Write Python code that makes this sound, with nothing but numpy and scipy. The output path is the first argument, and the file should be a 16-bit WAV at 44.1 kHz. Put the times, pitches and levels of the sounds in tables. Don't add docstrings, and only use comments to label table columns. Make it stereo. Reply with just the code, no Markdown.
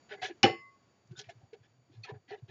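import sys
import numpy as np
from scipy import signal
from scipy.fft import rfft, irfft, next_fast_len
from scipy.io import wavfile
from scipy.ndimage import uniform_filter1d, map_coordinates

SR = 44100
rng = np.random.default_rng(int(sys.argv[2]) if len(sys.argv) > 2 else 0)


def ratio_of_db(decibels):
    return 10 ** (np.asarray(decibels, float) / 20)


def transcribe(signal):
    frames = np.atleast_2d(signal).T
    limited = np.clip(frames, -1, 1)
    pcm = np.round(limited * 32767).astype(np.int16)
    wavfile.write(sys.argv[1], SR, pcm)


N = 110250


def unit(x):
    return x / np.sqrt(np.mean(x ** 2) + 1e-20)


def along(points, hz):
    f, v = np.transpose(points)
    return np.interp(np.log(hz + 1), np.log(f + 1), v)


def wobble(rate, size=N):
    knots = rng.standard_normal(int(size * rate / SR) + 4)
    return map_coordinates(knots, [np.arange(size) * rate / SR])


def filtered(x, response):
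    m = next_fast_len(x.shape[-1] + 8192)
    return irfft(rfft(x, m) * response(np.fft.rfftfreq(m, 1 / SR)), m)[..., :x.shape[-1]]


def body(peaks, f):
    total = 0
    for k, (centre, width, db) in enumerate(peaks):
        damping = 1j * f * width
        total = total + (-1) ** k * ratio_of_db(db) * damping / (centre * centre - f * f + damping)
    return total


def add(track, s, x):
    part = track[round(s * SR):][:len(x)]
    part += x[:len(part)]


# (frequency [Hz], level [dB per Hz])
AIR_COLOUR = [(40,-25.5),(70,2),(240,-2),(700,-10),(2200,-18),(4600,-24.5),(7000,-24),(8300,-32.5),(9500,-120)]


def air_noise():
    return unit(filtered(rng.standard_normal(N), lambda f: ratio_of_db(along(AIR_COLOUR, f))))


# (time [s], level [dB])
AIR_LEVEL = [(0, -74), (.4, -75.5), (.65, -80), (.85, -77.5), (1.05, -80), (1.4, -77), (1.5, -80),
             (1.7, -79), (1.82, -82), (2.0, -79), (2.22, -81), (2.5, -80)]


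def room_air():
    over_db = 9
    level_db = np.interp(np.arange(N) / SR, *np.transpose(AIR_LEVEL)) + over_db + .6 * wobble(5.4)
    return air_noise() * ratio_of_db(level_db)


def bench_hum():
    hum_hz, width_hz, level_db = 118, 30, -74.5
    hum = unit(filtered(rng.standard_normal(N), lambda f: body([(hum_hz, width_hz, 0)], f) ** 2))
    return hum * ratio_of_db(level_db + 2.2 * wobble(12))


# (frequency [Hz], level [dB])
WHINE_TONES = [(689, -86.5), (2300, -94), (4603, -86), (6902, -84)]
# (time [s], gain [dB])
WHINE_LEVEL = [(0, 11.5), (.4, 5.5), (1, 3.5), (2.5, 0.5)]


def camera_whine():
    frame_s, pause_s, pause_at_s = 0.057, 0.0054, 0.019
    t = np.arange(N) / SR
    on = uniform_filter1d(((t - pause_at_s) % frame_s > pause_s) * 1., size=60)
    whine = np.zeros(N)
    for hz, db in WHINE_TONES:
        level = ratio_of_db(db + 1.4 * wobble(49))
        whine += level * np.sin(2 * np.pi * hz * t + .4 * wobble(27))
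    return on * whine * ratio_of_db(np.interp(t, *np.transpose(WHINE_LEVEL)))


def port_difference(air):
    stray = air_noise() * np.std(air) * ratio_of_db(-16)
    rumble = unit(filtered(rng.standard_normal(N), lambda f: body([(30, 30, 0)], f) ** 2))
    return stray + rumble * ratio_of_db(-90 + 20.5)


# (frequency [Hz], t60 [s])
ROOM_DECAY = [(100, 0.3), (500, 0.16), (2000, .22), (7000, 0.11)]


def room(x):
    hz, t, z = signal.stft(rng.standard_normal(SR // 2), SR, nperseg=256)
    fade = ratio_of_db(-60 * t / along(ROOM_DECAY, hz)[:, None])
    tail = signal.istft(z * fade, SR, nperseg=256)[1]
    return signal.fftconvolve(np.pad(x, (200, 0)), tail / np.linalg.norm(tail))[:N]


def gate(x):
    threshold_db, depth_db, softness_db = -86, -14, 4.5
    z = signal.stft(x, nperseg=512, noverlap=384)[2]
    power = uniform_filter1d(uniform_filter1d(abs(z) ** 2, size=7, axis=0), size=5, axis=1)
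    level_db = 10 * np.log10(abs(power) + 1e-15)
    gain = ratio_of_db(depth_db / np.exp(np.clip((level_db - threshold_db) / softness_db, -30, 30)))
    return signal.istft(z * gain, nperseg=512, noverlap=384)[1][:N]


def pushes(rows, rough):
    skew, rattle = .7, 0.39
    out, t = np.zeros(N), np.arange(SR // 5) / SR
    for s, db, hz, length in rows:
        phase = 2 * np.pi * hz * t + rough * wobble(60, size=len(t))
        swell = np.sin(np.pi * np.clip(t / length, 0, 1) ** skew)
        shape = swell * ratio_of_db(4 * rough * wobble(130, size=len(t)))
        uneven = 1 + rattle * wobble(1.3 * hz ** .8, size=len(t))
        add(out, s, ratio_of_db(db) * shape / shape.max() * np.sin(phase) * uneven)
    return out


# (time [s], peak level [dB], frequency [Hz], length [s])
BENCH_THUMPS = [(.215,-54,119,0.043),(.432,-23,112,0.042),(.49,-43.5,124.3,0.039),(.70,-76,112,0.05),(1.04,-65,125,0.055),
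                (1.075,-50.5,123,0.081),(1.108,-39,141,0.023),(1.175,-49.5,130.5,0.033),(1.265,-47.5,110.8,0.032),(1.345,-53,118,0.08),
                (1.43,-48,112,0.017),(1.6,-55.5,112,0.026),(1.7,-61.5,124.6,0.18),(1.905,-49,121.5,0.031),(1.95,-46.5,110.2,0.095),(2.04,-52,118,0.018),
                (2.117,-39,123,0.027),(2.148,-42,118,0.03),(2.305,-51.5,117,0.035),(2.423,-40.5,116.9,0.025),(2.485,-47.5,122.7,0.032)]


def thumps():
    return pushes(BENCH_THUMPS, rough=.35)


# (time [s], peak level [dB], frequency [Hz], length [s])
CABINET_KNOCKS = [(.11,-38.5,415,0.055),(.118,-44.5,626.4,0.045),(.165,-54.5,415,0.057),(.24,-43,404.3,0.027),(.298,-40.5,351.5,0.03),
                  (.438,-19,363,0.028),(1.11,-50.5,363.7,0.05),(1.295,-60,378,0.038),(1.529,-43,420.7,0.023),(1.895,-58.5,333.2,0.029),
                  (1.935,-59.5,360,0.014),(2.088,-41.5,415,0.032),(2.31,-41,415,0.056),(2.375,-59.5,366,0.033),(2.482,-46,391,0.041),
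                  (.218,-33,748.3,0.039),(.432,-19.5,786,0.052),(1.286,-45.5,683,0.025),
                  (.474,-33,440,0.027),(.5,-33,432,.03),(.536,-42.5,430,0.029),(.47,-34.5,755,.04),(.52,-44,780,0.032),(.53,-46,345,.04),
                  (2.283,-56,290,.025),(2.07,-52,985,0.059),(.433,-23,221.6,.028)]


def knocks():
    return pushes(CABINET_KNOCKS, rough=.8)


# (time [s], peak level [dB], frequency
# [Hz], length [s])
SKIN_SQUEALS = [(.104,-45,1500,0.031),(.172,-54,2050,0.045),(.243,-37,1680,0.048),(1.115,-66,1523,0.023),
                (1.153,-54.5,1495,0.054),(1.16,-53,3600,0.028),(1.168,-54,7030,0.031),(2.036,-47,2500,0.026),(2.038,-54,1980,0.022),
                (2.045,-54.5,1300,0.022),(2.09,-52.5,1750,0.031),(2.033,-47.5,4350,0.024),(2.31,-55,1740,0.024),(2.34,-60.5,2000,0.028),(2.28,-55.5,1950,0.042),
                (0.24,-39,2200,0.026),(0.21,-50.5,4500,0.05),(.215,-65,11000,0.055),(2.283,-63.5,4400,0.032),(.435,-19,2950,0.014),(.43,-22,5380,.008),(1.19,-55.5,1500,0.041)]


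def squeals():
    return pushes(SKIN_SQUEALS, rough=1.0)


def excite(envelope, centre_hz, peaks, body_db):
    grit_db = 2.5
    spread_oct, fall = 0.69, 0.99
    dull_oct, dull_fall = 1.2, 3.5
    chance_db, chance_hz = 4.5, 99.68
    grit = rng.standard_normal(len(envelope)) * ratio_of_db(grit_db * wobble(400, size=len(envelope)))
    chance = rng.standard_normal(1000)

    def colour(f):
        octaves = np.log2(f / centre_hz + 0.0082)
        hump = (1 + (octaves / spread_oct) ** 2) ** -fall
        dull = 1 + (f / centre_hz / 2 ** dull_oct) ** dull_fall
        contact = ratio_of_db(chance_db * map_coordinates(chance, [f / chance_hz]))
        dip = abs(1 - .7 * body([(1200, 450, 0)], f))
        return hump / dull * (contact + ratio_of_db(body_db) * body(peaks, f)) * dip

    x = filtered(grit * envelope, colour)
    return x / np.linalg.norm(x) * np.linalg.norm(envelope)


# (time [s], length [s], level [dB], centre [Hz], rise share [0-1])
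SCRAPES = [(0.084,0.085,-46.5,2190,.45),(.165,.05,-61.5,1480,.4),(0.214,.08,-38.5,2290,.18),(0.216,0.095,-46,4300,0.18),
           (0.274,.06,-53,2051,0.5),(1.11,0.008,-67.5,3000,0.16),(1.163,0.026,-54.5,4450,.7),(1.185,0.051,-48,3840,0.11),
           (1.234,0.07,-63,2980,0.06),(1.287,0.036,-52,2440,0.2),(1.291,0.027,-61.5,6340,0.3),(1.397,0.089,-70,870,0.39),
           (1.53,0.029,-59.5,2800,0.24),(1.618,0.065,-69,2300,0.42),(1.9,0.094,-71,3070,0.55),(2.028,0.038,-54,3830,0.53),
           (2.035,0.1,-53.5,2166,0.33),(2.069,0.052,-51,980,0.78),(2.14,0.0493,-66,890,0.5),(2.276,0.058,-55,2600,0.4),
           (2.301,0.069,-52,2260,0.4),(2.305,0.084,-49,780,0),(2.363,.05,-71.5,2640,.3),(2.475,0.094,-52,2500,.5),
           (1.1909,0.0087,-41.5,4580,0.14),(1.197,0.01,-46,3700,0.02),(1.072,0.0075,-69,6240,.3),(1.113,0.023,-71,3770,0.35),(1.315,0.02,-67,2980,0),
           (2.137,0.041,-63.5,1700,0.25),(2.124,0.053,-54.5,329,0),(0.139,.025,-51.5,920,0.3),(.25,0.076,-51,560,.5),(1.169,0.065,-58,260,0.45),(2.06,.06,-62.5,3200,.7),(1.53,0.047,-59,582,0.23)]
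# (frequency [Hz], width [Hz], level [dB])
SCRAPED_CABINET = [(415, 25, 11), (766, 52, 11), (1705, 56, 0), (2250, 29, -8.5), (2620, 87, -44),
                   (3580, 49, -28.5), (4200, 45, -16), (4400, 31, -18.5), (5390, 31, -18)]


def rubs():
    out, t = np.zeros(N), np.arange(SR // 4) / SR
    for s, length, db, centre_hz, rise in SCRAPES:
        peak_s = length * np.clip(rise, .02, .95)
        shape = np.sin(np.interp(t, [0, peak_s, length], [0, np.pi / 2, 0])) ** 1.6
        add(out, s, ratio_of_db(db) * excite(shape, centre_hz, SCRAPED_CABINET, body_db=12.5))
    return out


# (time [s], peak level [dB], centre [Hz], burst t60 [s])
SNAP_CONTACTS = [
    (0.43,-14,5060,0.021),
    (0.43,-15,1820,0.081),
    (0.44,-16,2880,.03),
    (0.45,-24,1330,0.079),
    (.44,-17,367,.09),
    (.47,-41.5,2050,0.31),
    (0.48,-35,460,0.16),
    (.445,-35,4600,0.2),
    (0.44,-63,1700,.5),
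    (.76,-75,2250,.6),
]
# (frequency [Hz], width [Hz], level [dB])
SNAPPED_CABINET = [(171,40,-8),(227.2,31,-12.5),(342,18,-4.5),(440.6,25,-4),(531,58,-7),(786,22,-3),(1163,60,-4),(1791,50,-3.5),(2780,690,-8),(3017,160,-1),(4400,52,-19.5),(5360,170,-3)]


def snap():
    out, t = np.zeros(N), np.arange(SR) / SR
    for s, db, centre_hz, t60 in SNAP_CONTACTS:
        burst = ratio_of_db(-60 * t / t60) * (1 - np.exp(-25 * t / t60))
        add(out, s, ratio_of_db(db) * excite(burst, centre_hz, SNAPPED_CABINET, body_db=19.5))
    return out


# (frequency [Hz], level [dB], t60 [s])
RING_MODES = [(440,-11.5,.25),(627,-15,0.22),(1104.5,-26,0.97),(2051,-16.5,0.61),(1206,-44,.9),(1840,-20,0.18),(3520,-30.5,.21),(5943,-42,0.28),(2670,-33.5,.4),(2918,-33,.3),(4480,-24,.3),(5099,-39,0.9),(6900,-30,0.31)]


def ring_song():
    start_s, level_db = .44, -20
    drop_s, drop_per_khz_s, drop_db = .865, .082, -9
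    t = np.arange(SR) / SR
    ring = np.zeros(SR)
    for hz, db, t60 in RING_MODES:
        dropped_s = drop_s - drop_per_khz_s * min(hz / 1000, 3)
        drop = drop_db * np.clip((t + start_s - dropped_s) / 0.015, 0, 1)
        level = ratio_of_db(db + 1.6 * wobble(35, size=SR) - 60 * t / t60 + drop)
        ring += level * np.sin(2 * np.pi * hz * t + .4 * wobble(45, size=SR))
    song = np.zeros(N)
    add(song, start_s, ratio_of_db(level_db) * ring * (1 - np.exp(-t / .004)))
    return song


# (frequency [Hz], left over right [dB])
PORT_LEAN = [(40,0.1),(120,-6.5),(300,0.5),(410,6),(900,3.5),(2000,1),(3200,-4.5),(4400,-1.5),(6000,1.5)]


def lean(x, share):
    sides = np.array([[.5], [-.5]])
    return filtered(x[None], lambda f: ratio_of_db(share * along(PORT_LEAN, f) * sides))


def scene():
    room_db, apart_db = -14, -13.5
    air = room_air()
    still = air + bench_hum() + camera_whine()
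    soft = thumps() + knocks() + squeals() + rubs()
    hit = snap()
    near = soft + hit
    mono = soft + ring_song() + gate(hit + ratio_of_db(room_db) * room(near))
    apart = ratio_of_db(room_db + apart_db) * gate(room(near)) + port_difference(air)
    return lean(mono, 1) + lean(still, 0.75) + apart * np.array([[1], [-1]])


def low_pass(x):
    return signal.sosfilt(signal.butter(12, 8410, fs=SR, output="sos"), x)


def record(dry):
    low_hz, top_hz, edge_hz, hiss_db = 71, 7190, 9000, -97

    def microphone(hz):
        bass_cut = (1j * hz / (low_hz + 1j * hz)) ** 3
        return bass_cut / (1 + (hz / top_hz) ** 24) / (1 + (hz / edge_hz) ** 80)

    hiss = ratio_of_db(hiss_db) * rng.standard_normal(dry.shape)
    return low_pass(filtered(dry, microphone) + hiss)


dry = scene()
out = record(dry)
transcribe(out)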